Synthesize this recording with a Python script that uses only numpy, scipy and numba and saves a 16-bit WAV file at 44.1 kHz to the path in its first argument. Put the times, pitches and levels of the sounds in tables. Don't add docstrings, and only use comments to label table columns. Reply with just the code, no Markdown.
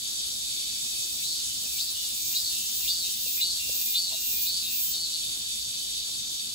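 import sys
import numpy as np
from scipy import signal
from scipy.fft import rfft, irfft, next_fast_len
from scipy.io import wavfile
from scipy.ndimage import uniform_filter1d
from numba import njit

SR = 44100
rng = np.random.default_rng(int(sys.argv[2]) if len(sys.argv) > 2 else 0)


def file_out(sig):
    cols = np.atleast_2d(sig).T
    lim = np.clip(cols, -1, 1)
    pcm = np.round(lim * 32767).astype(np.int16)
    wavfile.write(sys.argv[1], SR, pcm)


N = 288414

WAKE_S, END_S = 0.47, 5.4
# lift_s, burst_db, held_db (before the sag), held_until_s (after the lift), drone_after_db,
#   buzz_at_lift_db, buzz_lowest_db, buzz_back_db, tempo_after_hz (buckles of one tymbal),
#   burst_extra_hz (more buckles), sweep_slowness (1 = usual), sweep_reach (0-1), throb_db (half the dip)
CALLS = [(1.209, -36, -35.5, .19, -48, -40, -50, -47, 160.4, 2, 1.15, 1.1, .5),
         (1.771, -30, -37, .3, -50, -35, -43, -40, 167, 6, .7, 1.0, 2.5),
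         (2.33, -29, -33, .2, -45, -31, -39, -38, 170.2, 7.5, .9, 1.0, 2.0),
         (2.86, -27, -33.5, .2, -46, -31.5, -42, -34, 171.7, 7.5, 1.0, 1.0, 1.0),
         (3.39, -27, -31.5, .19, -45, -29.5, -52, -32, 173.1, 6.5, 1.0, 1.0, 1.5),
         (3.93, -26.5, -33.5, .2, -45, -29.5, -50, -30, 174.5, 6, 1.0, .8, .5),
         (4.45, -28.5, -31.5, .2, -44.5, -27, -48, -27, 172.5, 7, 1.1, .7, 2.5),
         (4.92, -32, -32, .28, -55, -30, -64, -64, 172, 0, 2.0, .2, 2.5)]
# after_lift_s, share_of_extra_buckles (0-1)
TEMPO_HURRY = [(-.2, 0), (0, .25), (.035, 1), (.08, .9), (.2, 0)]
STEADY_TEMPO_S = (.2, .4)


def song_levels():
    t = np.arange(N) / SR
    lift, burst, held, until, drone, top, low, back, rest, extra, _, _, throb = np.transpose(CALLS)
    call_db = call_levels(t, lift, burst, held, until, throb)

    before = np.r_[-55, drone[:-1]]
    gone = before - 21
    at = lift[:, None] + [0, .17, .13, .19]
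    levels = np.c_[before - 2.5, gone, gone, drone]
    drone_db = np.interp(t, np.r_[WAKE_S, at.ravel()], np.r_[-55, levels.ravel()])

    at = lift[:, None] + [0, .098, .34]
    buzz_db = np.interp(t, np.r_[WAKE_S, at.ravel()], np.r_[-58, np.c_[top, low, back].ravel()])
    buzz_db = uniform_filter1d(buzz_db, size=2200)

    slowing_per_s2 = 58
    per_s = np.interp(t, (lift[:, None] + STEADY_TEMPO_S).ravel(), np.repeat(rest, 2))
    per_s = per_s - slowing_per_s2 * np.clip(t - lift[-1], 0, END_S - lift[-1])
    for s, more in zip(lift, extra):
        per_s = per_s + more * np.interp(t - s, *np.transpose(TEMPO_HURRY))
    return call_db, drone_db, buzz_db, per_s


def call_levels(t, lift, burst, held, until, throb):
    attack_s, burst_s, settle_s = .026, .03, .031
    attack_db, throb_hz = 14.5, 9.8
    sag_db_per_s, release_db_per_s = 27, 144
    corners_s = np.cumsum([0, attack_s, burst_s, settle_s])
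    level = np.where(t < lift[0], -56.5, -90.)
    for s, burst_db, held_db, hold_s, throb_db in zip(lift, burst, held, until, throb):
        u = t - s
        shape = np.interp(u, corners_s, [burst_db - attack_db, burst_db, burst_db, held_db])
        shape = shape - sag_db_per_s * np.clip(u - corners_s[-1], 0, None)
        shape = shape + throb_db * (np.cos(2 * np.pi * throb_hz * (u - attack_s)) - 1)
        outside_s = np.clip(np.maximum(u - hold_s, -u), 0, None)
        level = np.maximum(level, shape - release_db_per_s * outside_s)
    return level


# after_lift_s, resonance_hz, second_tymbal_size (0-1, against the first)
ABDOMEN_SWEEP = [(0, 2450, .8), (.015, 2900, .8), (.028, 3850, .75), (.045, 4000, .6), (.06, 4450, .25),
                 (.1, 4650, .15), (.15, 4300, .2), (.2, 3800, .3), (.36, 3600, .3)]
# pitch_hz, width_hz, level_db (before it wavers)
BODY_MODES = [(2470, 345, 3), (3560, 590, 1), (3867, 450, 4.5), (4530, 206, 4), (4900, 320, -2.5)]


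def rising_call(per_s, since, reach):
    after, hz, second = np.transpose(ABDOMEN_SWEEP)
    middle_hz, wobble_hz, width_hz = 4200, 130, 950
    hz = middle_hz + reach * (np.interp(since, after, hz) - middle_hz) + wobble_hz * drift(13.5)
    twice_cos = 2 * np.cos(2 * np.pi * hz / SR)
    r = np.exp(-np.pi * width_hz / SR)
    call = clicks(per_s, np.interp(since, after, second), jitter_s=1.1e-5, uneven_db=2)
    call = resonate(call, BODY_MODES, waver_db=3.5)
    call = moving_resonance(moving_resonance(call, twice_cos, r), twice_cos, r)
    return evened(call, size=900)


# pitch_hz, width_hz, level_db (before it wavers)
DRONE_MODES = [(2150, 300, -7), (2580, 380, 0), (3080, 380, -3)]
# time_s, pitch_hz
DRONE_GLIDE = [(.47, 2380), (.8, 2360), (.88, 2610), (1.2, 2480), (1.4, 3000), (1.62, 3200), (1.66, 2530),
               (1.79, 2500), (2.0, 2920), (2.12, 2640), (2.3, 2370), (2.37, 2490), (2.45, 3000),
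               (2.8, 3020), (2.87, 2480), (3.0, 3090), (3.24, 3060), (3.27, 2620), (3.43, 2660),
               (3.54, 3290), (3.58, 3240), (3.6, 2670), (3.82, 2690), (3.86, 2520), (3.96, 2410),
               (4.1, 2690), (4.3, 2680), (4.33, 2430), (4.48, 2390), (4.6, 2610), (4.75, 2640),
               (4.77, 2410), (4.81, 2430), (4.83, 3100), (5.0, 3100)]


def low_drone(per_s):
    stack = resonate(clicks(per_s, second=.3, jitter_s=4e-6, uneven_db=.7), DRONE_MODES, waver_db=3)
    stack = resonate(stack, [(2700, 1200, 0)])
    twice_cos = 2 * np.cos(2 * np.pi * in_time(DRONE_GLIDE)[0] / SR)
    width_hz = 125
    favoured = moving_resonance(stack, twice_cos, np.exp(-np.pi * width_hz / SR))
    return evened(favoured, size=2000) + from_db(-6.5) * rms_one(stack)


# pitch_hz, width_hz, level_db
BUZZ_MODES = [(12730, 1560, -2), (13960, 770, 2), (14900, 1170, 0.5), (15600, 930, -2.5)]


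def high_buzz(per_s):
    buzz = resonate(clicks(per_s, second=.5, jitter_s=6e-6, uneven_db=1.5), BUZZ_MODES)
    return rms_one(resonate(buzz, [(14000, 4000, 0)]))


def cicada():
    call_db, drone_db, buzz_db, per_s = song_levels()
    lifts, *_, slowness, reach, _ = np.transpose(CALLS)
    t = np.arange(N) / SR
    which = np.clip(np.searchsorted(lifts - .02, t) - 1, 0, None)
    since = (t - lifts[which]) / slowness[which]
    unsteady = np.where(t < lifts[0], .006, np.where(since < .2, .002, .0011))
    per_s = per_s * (1 + unsteady * drift(14))

    song = from_db(call_db) * rising_call(per_s, since, reach[which])
    song = song + from_db(drone_db) * low_drone(per_s)
    song = song + from_db(buzz_db) * high_buzz(per_s)
    song = song * np.interp(t, [WAKE_S - .1, WAKE_S, END_S, END_S + .1], [0, 1, 1, 0])

    sway = .8 * drift(6)
    echoes = scattered(song * np.cos(sway), t60=.09) + scattered(song * np.sin(sway), t60=.09)
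    return from_db(-3) * song + from_db(-3.2) * echoes


def clicks(per_s, second, jitter_s, uneven_db):
    half_cycles = 2 * np.cumsum(per_s) / SR
    count = np.arange(1, int(half_cycles[-1]) - 2)
    chance = rng.standard_normal((len(count), 2))
    at = np.interp(count, half_cycles, np.arange(N)) + jitter_s * SR * chance[:, 0]
    whole = np.clip(at.astype(int), 12, N - 1)
    size = np.where(count % 2, (second * np.ones(N))[whole], 1)
    size = size * from_db(uneven_db * chance[:, 1])
    out, taps = np.zeros(N + 40), np.arange(-12, 13)
    offset = whole[:, None] + taps - at[:, None]
    pulse = np.sinc(offset) * np.cos(offset * np.pi / 26) ** 2
    np.add.at(out, whole[:, None] + taps, size[:, None] * pulse)
    return out[:N]


def scattered(x, t60):
    t = np.arange(int(t60 * SR)) / SR
    tail = rng.standard_normal((3, len(t))) * from_db(-60 * t / t60)
    return signal.fftconvolve(x[None], tail / np.linalg.norm(tail[0]), axes=1)[:, :N]


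# start_s, level_db (before decay and left-right balance), pitch_hz
KNOCK_TONES = [(3.087, -45, 353.7), (3.263, -42, 500), (3.695, -34.5, 530)]
# start_s, length_s, level_db (before flicker and left-right balance)
SCUFF_PARTS = [(4.072, .015, -62), (4.118, .04, -53)]


def knocks():
    out, t = np.zeros(N), np.arange(int(.03 * SR)) / SR
    for s, db, hz in KNOCK_TONES:
        at = round(s * SR)
        out[at:at + len(t)] += from_db(db) * np.sin(2 * np.pi * hz * t) * np.exp(-t / 0.0033)
    rub = rms_one(resonate(rng.standard_normal(N), [(640, 90, 1), (980, 300, -11)]))
    t, edge_db_per_s = np.arange(N) / SR, 1400
    span = 0
    for s, length, db in SCUFF_PARTS:
        outside_s = np.clip(np.maximum(s - t, t - s - length), 0, 1)
        span = span + from_db(db - edge_db_per_s * outside_s)
    out = out + span * from_db(2.4 * drift(60)) * rub
    return out * from_db([[1.1], [-1.1]])


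# pitch_hz, level_db (per Hz)
HISS_COLOUR = [(1100, -32), (1900, -24), (2500, -22), (3000, -14), (3500, -4), (4100, -3), (5000, -3.5),
               (6000, -3), (7300, -5), (8300, -1), (9000, -2), (10000, -7), (12000, -12.5), (14000, -16),
               (16000, -16.5)]
# time_s, hiss_db, band_db (before it wavers)
FAR_SWELL = [(0.0, -32, -37), (1.05, -32, -37), (1.31, -31.5, -40), (2.66, -31, -39.5), (3.04, -31, -40.5),
             (3.45, -31.5, -39.5), (4.32, -32, -40.5), (4.55, -31.5, -36.5), (4.95, -32, -45.5),
             (5.21, -33, -35), (5.96, -33, -36), (6.54, -34.5, -37)]
# pitch_hz, width_hz, level_db (each pass)
BAND_MODES = [(2580, 530, -7.5), (3043, 200, -2), (3616, 440, -0.5), (4623, 220, 0)]
FAR_TEMPOS_HZ = [116.9, 117.7, 118.4, 119.2, 120.1]


def chorus():
    hiss_db, band_db = in_time(FAR_SWELL)
    hiss = from_db(hiss_db) * coloured(HISS_COLOUR, patchy_db=1.28, count=7)
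    singers = 0
    for hz in FAR_TEMPOS_HZ:
        per_s = hz * (1 + .005 * drift(3))
        singers = singers + clicks(per_s, second=.7, jitter_s=1.8e-5, uneven_db=3)
    crowd = rms_one(scattered(singers, t60=.3)) + .55 * rng.standard_normal((3, N))
    band = rms_one(resonate(resonate(crowd, BAND_MODES), BAND_MODES))
    return hiss + from_db(band_db + .9 * drift(8)) * band


# pitch_hz, level_db (per Hz)
RUMBLE_COLOUR = [(25, -26), (38, -41), (52, -8), (80, -7), (190, -12.5), (330, -13.5), (400, -18.5),
                 (600, -18.5), (1000, -21), (1500, -20.5), (2000, -23)]
# pitch_hz, width_hz, level_db
HUM_TONES = [(56.2, 7.3, -62.5), (124.5, 4.5, -71), (218.2, 8.7, -65), (327, 3.2, -68)]


def distance():
    white = rng.standard_normal((3, N))
    hum = 0
    for hz, width_hz, db in HUM_TONES:
        hum = hum + from_db(db) * rms_one(resonate(white, [(hz, width_hz, 0)]))
    return from_db(-57) * coloured(RUMBLE_COLOUR, patchy_db=2.5, count=4) + hum


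# pitch_hz, right_lead_turns (of phase), common_share (0-1, of the power), left_over_right_db
STEREO_IMAGE = [(0, 0, .95, 1.1), (300, .03, .75, 1.8), (700, .13, .3, .6), (1900, .5, .5, .4),
                (3300, .5, .25, 1.2), (5700, -.45, .25, -2.2), (6400, -.1, .3, -1.1), (6900, 0, .9, 0),
                (9150, .5, .98, 0), (11300, 1.0, .97, 0), (12600, 1.2, .9, 0), (13600, 1.5, .98, 0),
                (15300, 1.96, .97, 0), (17000, 2.1, .97, 0)]


def pair(common, left, right):
    size = next_fast_len(N)
    hz = np.arange(size // 2 + 1) * SR / size
    at, turns, share, tilt_db = np.transpose(STEREO_IMAGE)
    share, sides = np.clip(np.interp(hz, at, share), 0, 1), np.array([[-1], [1]])
    lead = np.exp(1j * np.pi * np.interp(hz, at, turns) * sides)
    both = np.sqrt(share) * lead * rfft(common, size)
    both = both + np.sqrt(1 - share) * rfft([left, right], size)
    return irfft(both * from_db(-sides * np.interp(hz, at, tilt_db) / 2), size)[:, :N]


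def coloured(spectrum, patchy_db, count):
    size = next_fast_len(N)
    hz = np.arange(1, size // 2 + 2) * SR / size
    at, db = np.transpose(spectrum)
    colour = from_db(np.interp(np.log(hz), np.log(at), db, -90, -90))
    shaped = rfft(rng.standard_normal((3, size))) * colour
    place, out = (count - 1) * np.log(hz / at[0]) / np.log(at[-1] / at[0]), 0
    for k in range(count):
        band = np.clip(1 - abs(place - k), 0, 1)
        out = out + irfft(shaped * band, size)[:, :N] * from_db(patchy_db * drift(14.0))
    return rms_one(out)


def resonate(x, modes, waver_db=None):
    out = 0
    for k, (hz, width_hz, db) in enumerate(modes):
        r = np.exp(-np.pi * width_hz / SR)
        a = [1, -2 * r * np.cos(2 * np.pi * hz / SR), r * r]
        db = db + waver_db * drift(12) if waver_db else db
        ring = signal.lfilter([(1 - r * r) / 2, 0, (r * r - 1) / 2], a, x)
        out = out + (-1) ** k * from_db(db) * ring
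    return out


@njit
def moving_resonance(x, twice_cos, r):
    y = np.zeros(len(x))
    for i in range(2, len(x)):
        y[i] = x[i] - x[i - 2] + r * twice_cos[i] * y[i - 1] - r * r * y[i - 2]
    return y


def evened(x, size):
    return x / np.sqrt(uniform_filter1d(x ** 2, size=size) + 1e-12)


def drift(rate):
    r = np.exp(-80 * np.pi * rate / SR)
    noise = rng.standard_normal(N // 40 + 2002)
    slow = signal.lfilter([1], [1, -2 * r, r * r], noise)[2000:]
    return np.interp(np.arange(N) / 40, np.arange(len(slow)), rms_one(slow))


def in_time(rows):
    s, *columns = np.transpose(rows)
    return [np.interp(np.arange(N) / SR, s, c) for c in columns]


def from_db(db):
    return 10 ** (np.asarray(db) / 20)


def rms_one(x):
    return x / np.sqrt(np.mean(x ** 2) + 1e-20)


def scene():
    return pair(*(cicada() + chorus() + distance())) + knocks()


def record(dry):
    return signal.sosfilt(signal.ellip(12, .5, 70, 15740, fs=SR, output="sos"), dry)


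dry = scene()
out = record(dry)
file_out(out)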